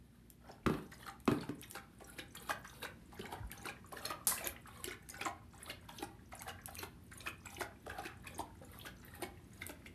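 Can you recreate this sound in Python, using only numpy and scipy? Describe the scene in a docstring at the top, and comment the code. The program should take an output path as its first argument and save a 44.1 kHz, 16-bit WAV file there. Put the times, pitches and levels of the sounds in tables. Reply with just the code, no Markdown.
"""In a small live room with a wooden floor, a dog close by laps from a bowl, about two and a half licks a second.
The bowl is set down with two knocks, rim and boards ringing; once the chain collar slips and jingles.
In each lick the tongue slaps in and stirs up slosh and spray; the jaws close with a smack and a gulp.
Water is made of swelling bubbles and coloured noise, rung by the hollow of the bowl and answered by the walls.
A faint mains hum, a low drone and room rumble lie underneath."""
import sys
import numpy as np
from scipy import signal
from scipy.fft import rfft, irfft, next_fast_len
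from scipy.io import wavfile
from scipy.ndimage import map_coordinates

SR = 44100
rng = np.random.default_rng(int(sys.argv[2]) if len(sys.argv) > 2 else 0)


def unload_audio(sound):
    """Save the sound as a 16-bit wav file, at the path given as the first command line argument."""
    columns = np.transpose(np.atleast_2d(sound))
    # keep every value between -1 and 1, then stretch to whole-number steps
    steps = np.round(np.clip(columns, -1, 1) * 32767)
    wavfile.write(sys.argv[1], SR, steps.astype(np.int16))


N = 438354

# levels in the tables are mixing levels, ahead of the trims in the functions and of the microphone
# tone of sloshing water: freq_hz, level_db
SLOSH_TONE = [(200, -62.5), (350, -9.5), (520, -0.5), (800, -2), (1600, 5.5), (3000, -4.5), (5000, -7.5),
              (9000, -19)]
# the bowl meets the floor: start_s, thud_db, clack_db (of the rim)
FLOOR_KNOCKS = [(.663, -19, -19), (0.696, -25, -36), (.74, -39.5, -38), (0.788, -39, -43), (.822, -44, -62),
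                (1.277, -19, -19), (1.313, -22, -61), (1.346, -61, -63), (1.49, -31, -44.5)]
# one lick each: dip_s (tongue dips), close_s (jaws close), slap_hz, slosh_db, spray_db,
# slap_db (of the dip), smack_db (of the jaws), pocket_hz (air pocket in the jaws), gulp_db
LICKS = [(.41, 0.491, 860, -62.5, -87, -66, -45.5, 773, -67),
         (0.92, 1.081, 1940, -64, -70.5, -43.5, -39.5, 1435, -59),
         (1.377, 1.499, 1200, -67, -89, -52, -64, 1410, -60),
         (1.628, 1.752, 3150, -65, -66, -41.5, -38.5, 890, -47),
         (2.006, 2.188, 706, -62.5, -66.5, -45.5, -35, 2315, -45.5),
         (2.351, 2.495, 1320, -59.5, -63, -45, -27.5, 1145, -47),
         (2.647, 2.828, 1320, -62, -65, -42, -41, 883, -49),
         (3.124, 3.324, 1130, -55.5, -68, -48.5, -38, 826, -47),
         (3.517, 3.655, 2150, -55.5, -68, -44, -37, 1450, -43.5),
         (3.923, 4.104, 690, -53.5, -63, -40, -33.5, 1240, -47),
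         (4.313, 4.46, 1460, -51, -62.5, -31.5, -40, 1630, -46),
         (4.672, 4.876, 1294, -60, -67.5, -44.5, -41.5, 2420, -38.5),
         (5.088, 5.258, 1450, -57.5, -69, -53, -27.5, 1250, -42),
         (5.534, 5.699, 1050, -59, -67.5, -53, -34, 2850, -49),
         (5.89, 6.025, 1090, -62.5, -65, -41, -39, 813, -35.5),
         (6.323, 6.48, 1240, -56, -68, -41, -40.5, 1240, -62),
         (6.68, 6.829, 980, -64, -64, -41, -36.5, 1430, -42),
         (7.118, 7.272, 1420, -64, -67, -44, -33, 2500, -48),
         (7.458, 7.608, 1430, -60.5, -62.5, -39.5, -30, 1084, -37),
         (7.866, 8.053, 734, -54, -68.5, -39.5, -40.5, 1570, -45),
         (8.245, 8.392, 1510, -62.5, -69.5, -47, -35.5, 870, -40),
         (8.625, 8.858, 1270, -62.5, -69.5, -51, -47.5, 2160, -49.5),
         (9.031, 9.223, 1170, -60, -67.5, -52.5, -36.5, 793, -38.5),
         (9.516, 9.693, 1190, -64, -68.5, -63, -45.5, 880, -44)]

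TOP_HZ = 15200  # upper limit of the microphone's band
GLIDE = .004  # share by which a bubble's pitch rises per swell time
GULP_HZ = 347.5
PEEL_SAMPLES = SR // 40  # wet surfaces part for this long before they let go


def amp(db):
    """Decibels to gain."""
    return 10 ** (np.asarray(db) / 20)


def unit(x):
    """Scaled to rms 1."""
    return x / np.sqrt(np.mean(x ** 2) + 1e-20)


def crest(x):
    """Scaled to peak 1."""
    return x / (np.abs(x).max() + 1e-20)


def along(points, hz):
    """(Hz, value) points read on a log frequency axis."""
    f, v = np.transpose(points)
    return np.interp(np.log(hz + 1), np.log(f + 1), v)


def curves(rows):
    """One value per sample for each column after the time."""
    s, *cols = np.transpose(rows)
    return [np.interp(np.arange(N) / SR, s, c) for c in cols]


def colour(x, spectrum):
    """x filtered by the given spectrum, at rms 1."""
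    m = next_fast_len(len(x) + SR // 8)
    gain = amp(along(spectrum, np.fft.rfftfreq(m, 1 / SR)))
    return unit(irfft(rfft(x, m) * gain, m)[:len(x)])


def fade(t, t60):
    """Exponential decay by 60 dB in t60 seconds."""
    return np.exp(-np.log(1000) * t / t60)


def swell(age, attack, hold, t60):
    """An envelope that rises from age 0 and, once the hold is over, dies away."""
    return (1 - np.exp(-np.maximum(age, 0) / attack)) * fade(np.maximum(age - hold, 0), t60)


def add(track, s, sound):
    """Mix a sound in at time s."""
    i = max(round(s * SR), 0)
    part = track[i:i + len(sound)]
    part += sound[:len(part)]


def puff(spectrum, t, t60):
    """A brief burst of coloured noise."""
    return colour(rng.standard_normal(len(t)), spectrum) * fade(t, t60)


def ring(modes, t, scatter_db):
    """Struck modes, each a decaying sine, at new strengths and signs for each blow."""
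    out = np.zeros(len(t))
    for hz, db, t60 in modes:
        strength = amp(db + scatter_db * rng.standard_normal()) * rng.choice([-1, 1])
        out += strength * fade(t, t60) * np.sin(2 * np.pi * hz * t)
    return out


def bubble(t, hz, life, rise):
    """An air pocket swells and dies as its pitch glides; life (s) holds at 1 kHz, smaller pockets are briefer."""
    swell_s = life * np.sqrt(1000 / hz)
    age = np.maximum(t, 0) / swell_s
    cycles = hz * swell_s * (age + rise * (age ** 2 / 2 - age))
    return np.sin(2 * np.pi * cycles) * age * np.exp(1 - age)


def burst(hz, life, rise, spread, span, later_db, count):
    """One pocket opens, then others of other sizes within span seconds; peak 1."""
    t = np.arange(SR // 20) / SR
    follows = (np.arange(count) > 0)[:, None]
    size, strength, length = rng.uniform(-1.5, 1.5, (3, count, 1))
    delay = follows * span * rng.random((count, 1))
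    pitch = np.minimum(hz * np.exp(follows * spread * size), TOP_HZ)
    pockets = bubble(t - delay, pitch, life * np.exp(0.15 * length), rise)
    gains = amp(follows * (later_db + 2 * strength))
    return crest(np.sum(gains * pockets, axis=0))


def fizz(rate, low_hz, high_hz, life, scatter_db):
    """A steady swarm of small bubbles of random size, rate per second, from dry ticks to short blips."""
    when, size, luck, length = rng.random((int(rate * N / SR), 4)).T[:, :, None]
    hz = low_hz * (high_hz / low_hz) ** size
    k = np.arange(int(7 * SR * life * np.sqrt(1000 / low_hz)))
    strength = amp(-scatter_db * np.log(np.maximum(luck, .02)))  # a few are far louder
    grains = strength * bubble(k / SR, hz, life * (0.74 + length), GLIDE)
    places = (when * N).astype(int) + k
    return np.bincount(places.ravel(), grains.ravel(), N)[:N]


def background():
    """Steady sines hum, a narrow noise band drones, and broad noise makes the room's rumble and faint hiss."""
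    # mains hum: freq_hz, level_db
    hum_tones = [(59.2, -66.5), (118.4, -67), (236.9, -68)]
    # tone of the room's air: freq_hz, level_db
    air_tone = [(15, -29.5), (25, -11.5), (66, 3), (112, 0.5), (181, 1.5), (237, -2.5), (354, -6.5),
                (515, -19), (900, -21.5), (1500, -27), (1760, -25), (7480, -36.5), (11500, -34),
                (13500, -38.5), (15000, -62)]
    # level of the room rumble over time: time_s, level_db
    rumble_level = [(0, -63.5), (3.4, -57.5), (5.2, -61), (9.94, -58)]
    # level of a low drone somewhere in the house: time_s, level_db
    drone_level = [(0, -96), (2, -75.5), (6.8, -59.5), (9.94, -62.5)]
    drone_tone = [(60, -30), (78, -24), (88, -15.0), (110, -27.5), (200, -87)]  # (Hz, dB)
    t = np.arange(N) / SR
    hum = sum(amp(db + 1.5) * np.sin(2 * np.pi * (hz * t + rng.random())) for hz, db in hum_tones)
    drone = amp(curves(drone_level)[0] + 0.5) * colour(rng.standard_normal(N), drone_tone)
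    rumble = amp(curves(rumble_level)[0]) * colour(rng.standard_normal(N), air_tone)
    return hum + drone + rumble


def steps():
    """Soft weight on the floor makes it boom briefly at one pitch."""
    # from the full bowl and from footfalls: start_s, level_db, pitch_hz
    floor_booms = [(0.666, -36, 85), (3.401, -39, 102), (3.434, -38.5, 53.6), (4.49, -49, 71)]
    out, t = np.zeros(N), np.arange(SR // 2) / SR
    for s, db, hz in floor_booms:
        add(out, s, amp(db) * bubble(t, hz, life=0.003, rise=0))
    return out


def collar(count=120):
    """A hard first clink, then the chain runs link over link, each link ringing at its own high pitch."""
    # the collar's links strike: start_s, level_db
    clinks = [(4.271, -14)]
    # tone of the rattling links: freq_hz, level_db
    chain_tone = [(200, -10.5), (400, -12.5), (1200, -10), (2700, -18), (4400, -8), (6200, -10),
                  (8500, -2.5), (12000, -2.5), (13500, -10.5), (15000, -55)]
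    out, t = np.zeros(N), np.arange(SR // 2) / SR
    links = [(hz, 0, .2) for hz in rng.uniform(6900, 14000, count)]  # (Hz, dB, t60 s)
    for s, db in clinks:
        contacts = rng.standard_normal(len(t)) * amp(4.3 * rng.standard_normal(len(t)))
        ringing = .5 * crest(ring(links, t, scatter_db=2))
        rattle = colour(contacts, chain_tone) * (fade(t, 0.0098) + 0.64 * fade(t, 0.3))
        add(out, s, amp(db - 13) * (rattle + ringing))
    return out


def bowl():
    """The rim clacks and chatters; the weight of the water follows and thuds on the boards."""
    # bowl on floorboards: freq_hz, level_db, t60_s
    board_modes = [(155, -0.5, 0.18), (220, 0.5, 0.041), (291, 0.5, 0.12), (380, 1.5, 0.061),
                   (433, -9, 0.12)]
    # the ringing rim: freq_hz, level_db, t60_s
    rim_modes = [(793, 0, 0.071), (1004, 10.5, 0.014), (1120, 15, 0.0098), (1420, -4.5, 0.032),
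                 (1925, -6, .07), (2540, 3, 0.06), (3180, -15, 0.066)]
    # noise of the thud: freq_hz, level_db
    thud_tone = [(35, -33), (70, -11), (110, -10.5), (170, 12), (300, 8), (420, -3), (600, -21),
                 (1500, -45.5)]
    # noise of the rim's clack: freq_hz, level_db
    clack_tone = [(300, 0), (1200, 13.5), (2000, -4.5), (2600, -3), (4000, -8.5), (6000, -24), (13000, -38)]
    weight_lag_s = 0.00306
    out, t = np.zeros(N), np.arange(SR // 2) / SR
    for s, thud_db, clack_db in FLOOR_KNOCKS:
        crack = puff(clack_tone, t, t60=0.026) + 0.18 * puff(clack_tone, t, t60=0.19)
        clack = crest(0.41 * ring(rim_modes, t, scatter_db=4) + 3.2 * crack)
        thud = crest(ring(board_modes, t, scatter_db=1.0) + 2.25 * puff(thud_tone, t, t60=0.045))
        add(out, s, amp(clack_db) * clack)
        add(out, s + weight_lag_s, amp(thud_db) * thud)
    return out


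def drop(hz):
    """A drop traps a bubble that sings for a few milliseconds."""
    return burst(hz, life=0.0013, rise=GLIDE, spread=.249, span=.0049, later_db=-6.0, count=4)


def drops(count=4):
    """Single clear drops, and with each lick small showers from the lips, the lifted tongue and the muzzle."""
    # the clearest drops falling back into the bowl: start_s, level_db, pitch_hz
    clear_drops = [(0.515, -50, 5150), (0.942, -52.5, 4950), (1.385, -47.5, 3750), (1.71, -59, 9900),
                   (2.353, -42, 9600), (2.37, -43.5, 3460), (2.697, -52, 3680), (2.83, -38.5, 2640),
                   (3.213, -44, 3020), (3.657, -43, 8700), (5.101, -38, 6800), (5.252, -38, 7330),
                   (5.63, -40.5, 10700), (5.66, -47, 4140), (5.893, -43, 3260), (5.986, -42, 3360),
                   (6.352, -45, 10000), (6.394, -43.5, 6400), (6.768, -45.5, 2510), (6.789, -37.5, 11600),
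                   (7.176, -44.5, 9450), (7.285, -46, 13000), (7.491, -51, 2430), (7.566, -44, 2840),
                   (8.272, -47, 10400), (8.382, -40.5, 9000), (8.401, -48.5, 11500), (8.789, -42.5, 11600),
                   (8.615, -48.5, 477), (8.798, -48, 3020), (8.813, -46, 3340), (9.049, -44, 12600),
                   (9.08, -53.5, 2040), (9.222, -37.5, 9140)]
    lips_db, lips_s = 5, .08  # the parting lips, re the spray
    shed_db, shed_hz = 14.5, 8900  # the lifted tongue, re the spray; the pitch serves the lips too
    drip_db, drip_hz, drip_s = 1, 1520, .2  # the muzzle, re the slosh
    out = np.zeros(N)
    for s, db, hz in clear_drops:
        add(out, s, amp(db + 1) * drop(hz))
    for dip, close, _, slosh_db, spray_db, *_ in LICKS:
        showers = [(dip - lips_s, lips_s, spray_db + lips_db, shed_hz),
                   (dip, close - dip, spray_db + shed_db, shed_hz),
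                   (close, drip_s, slosh_db + drip_db, drip_hz)]
        for start, length, db, hz in showers:
            for k, (when, size, strength) in enumerate(rng.uniform(-1, 1, (count, 3))):
                s = start + length * (k + (1 + when) / 2) / count
                add(out, s, amp(db + 6 * strength) * drop(hz * np.exp(0.47 * size)))
    return out


def snaps():
    """A tearing film of water gives a sharp, bright tick."""
    # water films snapping on the lips: start_s, level_db
    film_snaps = [(.302, -41.5), (0.918, -48.5), (1.202, -49.5), (1.255, -43), (1.6145, -37), (1.7113, -32),
                  (2.3525, -36), (3.5154, -33), (3.925, -39), (4.0557, -28.5), (4.4725, -21.5),
                  (4.8429, -26.5), (5.0897, -35), (5.0985, -36), (6.4203, -32), (6.6582, -29),
                  (6.7536, -34), (7.599, -38), (9.666, -30.5)]
    # tone of a snap: freq_hz, level_db
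    snap_tone = [(1000, -22), (2500, -2), (5000, -7), (8000, 4), (12000, 8), (15000, -12.5)]
    out, t = np.zeros(N), np.arange(SR // 20) / SR
    for s, db in film_snaps:
        tick = crest(puff(snap_tone, t, t60=.008))
        add(out, s, amp(db) * tick)
    return out


def peel(db):
    """The hiss of wet surfaces parting, swelling up to the moment they let go."""
    t = np.arange(PEEL_SAMPLES) / SR
    return amp(db - 12.5) * puff(SLOSH_TONE, t, t60=0.024)[::-1]


def smack(out_db, hz, life, later_db):
    """Surfaces peel apart, then an air pocket opens PEEL_SAMPLES after the start."""
    pocket = burst(hz, life=life, rise=GLIDE, spread=.42, span=.014, later_db=later_db, count=6)
    return np.concatenate([peel(out_db), amp(out_db - 1.0) * pocket])


def squish():
    """Water squeezed out: a puff of noise full of tiny beads."""
    # tone of the squeezed water: freq_hz, level_db
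    squish_tone = [(300, -50), (1000, -30), (2500, 19.5), (4000, 4), (6000, 0), (9000, 8.5), (12000, 14),
                   (15000, -26)]
    t = np.arange(SR // 20) / SR
    beads = burst(4020, life=0.00039, rise=GLIDE, spread=0.675, span=0.02, later_db=-2.0, count=10)
    squeeze = puff(squish_tone, t, t60=0.014) * (1 - fade(t, 0.0078))  # softened onset
    return beads + 0.9 * squeeze


def pops():
    """A large bubble sings out, breaks into smaller ones and throws a little water."""
    # large bubbles that burst on their own: start_s, level_db, pitch_hz
    big_bubbles = [(1.029, -47, 1844), (1.066, -39, 1343), (1.41, -41.5, 4380), (1.432, -42, 1430),
                   (1.771, -39, 1390), (2.508, -27.5, 1625), (2.85, -35, 1490), (3.194, -38, 390),
                   (3.255, -41.5, 2190), (3.669, -41, 3980), (3.687, -34.5, 2440), (3.971, -42, 1750),
                   (4.053, -31, 4130), (4.378, -36, 2640), (4.444, -34.5, 6760), (4.844, -36.5, 2990),
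                   (4.91, -37.5, 2190), (4.931, -44.5, 1750), (5.143, -41.5, 1510), (5.213, -28.5, 2470),
                   (5.265, -31.5, 1010), (6.477, -41.5, 800), (6.493, -40.5, 2840), (6.79, -38, 4220),
                   (6.819, -46, 2320), (7.206, -40.5, 3930), (7.263, -35.5, 1740), (7.619, -33, 1510),
                   (7.899, -36.5, 1600), (7.985, -34.5, 710), (8.039, -44, 1620), (8.059, -38.5, 2410),
                   (8.27, -39.5, 2460), (8.402, -42, 860), (8.869, -40, 1540), (9.234, -37, 2190),
                   (9.619, -35.5, 2070), (9.861, -41.5, 2100)]
    out = np.zeros(N)
    for s, db, hz in big_bubbles:
        add(out, s - PEEL_SAMPLES / SR, smack(db, hz, life=.0018, later_db=-12))
        plop = burst(GULP_HZ, life=0.0011, rise=2 * GLIDE, spread=0.26, span=0.018, later_db=4.5, count=3)
        add(out, s, amp(db - 3.5) * (amp(-12.5) * plop + amp(-5.5) * squish()))
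    return out


def wash():
    """Slosh and spray build as the tongue dips, surge as the jaws close, then drain; knocks jolt the water."""
    attack_s, surge_s, surge_lag_s = 0.03, 0.016, 0.012
    slosh_surge_db, spray_surge_db = 8, 10
    slosh_t60_s, spray_t60_s = .33, .16
    rocking_db, rocking_t60_s = -11, 1.5  # water keeps rocking between licks, re the lick's slosh
    still_slosh_db, still_spray_db = -78, -86
    jolt_db, jolt_t60_s = -39, 0.41  # re the clack of the knock
    age = np.arange(SR) / SR
    slosh, spray = np.full(N, amp(still_slosh_db)), np.full(N, amp(still_spray_db))
    for dip, close, _, slosh_db, spray_db, *_ in LICKS:
        hold = close - dip
        surge = np.exp(-((age - hold - surge_lag_s) / surge_s) ** 2 / 2)
        rocking = amp(rocking_db) * swell(age, attack_s, hold, rocking_t60_s)
        slosh_shape = swell(age, attack_s, hold, slosh_t60_s) + rocking
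        spray_shape = swell(age, attack_s, hold, spray_t60_s)
        add(slosh, dip, amp(slosh_db - 9.5 + slosh_surge_db * surge) * slosh_shape)
        add(spray, dip, amp(spray_db - 5 + spray_surge_db * surge) * spray_shape)
    for s, _, clack_db in FLOOR_KNOCKS:
        jolt = amp(clack_db + jolt_db) * swell(age, attack_s, 0.04, jolt_t60_s)
        add(slosh, s, jolt)
        add(spray, s, amp(-6) * jolt)
    return slosh, spray


def stirring():
    """The moving tongue keeps up a wash of water; bubbles and spray crowd in as it stirs harder."""
    # tone of the spray: freq_hz, level_db
    spray_tone = [(1500, 2), (4000, 13), (6000, -5.5), (9000, 11), (12000, 12.5), (15000, 4)]
    clumps_per_s, clump_db = 45, 3
    slosh_gain, spray_gain = wash()
    churn, spatter = np.clip([slosh_gain * amp(66), spray_gain * amp(46.5)], 0, 1)
    # a smooth random level makes the water come in clumps
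    knots = np.arange(N) * clumps_per_s / SR
    wander = map_coordinates(rng.standard_normal(int(knots[-1]) + 4), [knots])
    clumps = unit(amp(clump_db * wander))
    bubbles = unit(fizz(rate=650, low_hz=400, high_hz=6000, life=.0016, scatter_db=4))
    mist = unit(fizz(rate=1800, low_hz=3500, high_hz=14000, life=.001, scatter_db=5.5))
    slosh = colour(churn * bubbles + .6 * rng.standard_normal(N), SLOSH_TONE)
    spray = colour(spatter * mist + .25 * rng.standard_normal(N), spray_tone)
    return clumps * (slosh_gain * slosh + amp(2.5) * spray_gain * spray)


def gurgles(count=22):
    """A dense chain of bubbles follows the tongue, falling in pitch and swelling as the hollow under it grows."""
    gurgle_db, gurgle_hz, fall_octaves = -14.5, 1710, 1.055  # level re the slosh
    out, t = np.zeros(N), np.arange(SR // 25) / SR
    for dip, close, _, slosh_db, *_ in LICKS:
        for k, (when, size, strength) in enumerate(rng.uniform(-0.987, 1, (count, 3))):
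            u = (k + (1 + when) / 2) / count  # progress through the lick, 0 to 1
            hz = gurgle_hz * 2 ** (size / 2 - fall_octaves * u)
            blip = bubble(t, hz, life=.0022, rise=-GLIDE)
            level_db = slosh_db + gurgle_db + 10 * u + 7.7 * strength
            add(out, dip + (close - dip) * u, amp(level_db) * blip)
    return out


def licks():
    """The tongue slaps the water; the jaws close on an air pocket; both squish water out."""
    dip_squish_db, jaw_squish_db = -9.5, 25  # re the slap, re the spray
    out, lead = np.zeros(N), PEEL_SAMPLES / SR
    for dip, close, slap_hz, _, spray_db, slap_db, smack_db, pocket_hz, _ in LICKS:
        add(out, dip - lead, smack(slap_db, slap_hz, life=0.0013, later_db=0))
        add(out, dip, amp(slap_db + dip_squish_db) * squish())
        add(out, close - lead, smack(smack_db, pocket_hz, life=.0016, later_db=-5.5))
        add(out, close, amp(spray_db + jaw_squish_db) * squish())
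    return out


def gulps():
    """The closing mouth plops twice on low air pockets, softly and then fully."""
    first_lead_s, first_db = .028, -10.5  # the softer gulp, re the main one
    out = np.zeros(N)
    for _, close, *_, db in LICKS:
        for s, level_db in [(close - first_lead_s, db + first_db), (close, db)]:
            plop = burst(GULP_HZ, life=.0023, rise=GLIDE, spread=.14, span=.011, later_db=-6, count=3)
            add(out, s, amp(level_db + 1) * plop)
    return out


def hollow(x, echo_db, reach, count=40, order=8):
    """Quick echoes off bowl wall, muzzle and floor, within about reach seconds; they shift as the head moves."""
    out = x.copy()
    for part in np.array_split(np.arange(N), count):
        delays = reach * (.08 + rng.random(order))
        for delay, sign in zip(delays, rng.choice([-1, 1], order)):
            add(out, part[0] / SR + delay, sign * amp(echo_db) * x[part])
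    return out


def cavity(x):
    """The air between muzzle and bowl lends every water sound a short ring at one pitch."""
    pitch_hz, width_hz, ring_db = 801, 23.3, 4
    b, a = signal.iirpeak(pitch_hz, pitch_hz / width_hz, SR)
    return x + amp(ring_db) * signal.lfilter(b, a, x)


def room(x, gap, count=24):
    """The walls' answer, a decaying noise tail drawn anew slice by slice as head and bowl move."""
    # decay of the room: freq_hz, t60_s
    room_decay = [(150, 0.45), (400, 0.41), (1000, 0.32), (3000, 0.26), (8000, 0.15), (14000, 0.18)]
    out = np.zeros(N)
    for part in np.array_split(np.arange(N), count):
        hz, t, z = signal.stft(rng.standard_normal(SR // 2), SR, nperseg=256)
        decay = fade(t, along(room_decay, hz)[:, None])
        tail = signal.istft(z * decay, SR, nperseg=256)[1]
        add(out, part[0] / SR + gap, signal.fftconvolve(x[part], tail / np.linalg.norm(tail)))
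    return out


def scene():
    """Dog and bowl close by, with the room around them; the gulps, inside the mouth, reach the walls less."""
    water = licks() + gurgles() + pops() + drops() + stirring()
    water = cavity(hollow(water, echo_db=-17, reach=.004))
    near = water + snaps() + bowl() + collar()
    mouth = gulps()
    walls = amp(-6.5) * room(near + amp(-3) * mouth, gap=0.0045)
    return (near + mouth + walls + steps() + background())[None]


def record(dry):
    """The microphone loses the deepest bass, dulls the highest treble and keeps nothing above its band limit."""
    response = [(20, -32.5), (45, -1.5), (12800, 1.0), (15000, -7.5)]  # (Hz, dB)
    m = next_fast_len(N + SR // 2)
    hz = np.fft.rfftfreq(m, 1 / SR)
    microphone = amp(along(response, hz)) * (hz < TOP_HZ)
    return irfft(rfft(dry, m) * microphone, m)[:, :N]


dry = scene()
out = record(dry)
unload_audio(out)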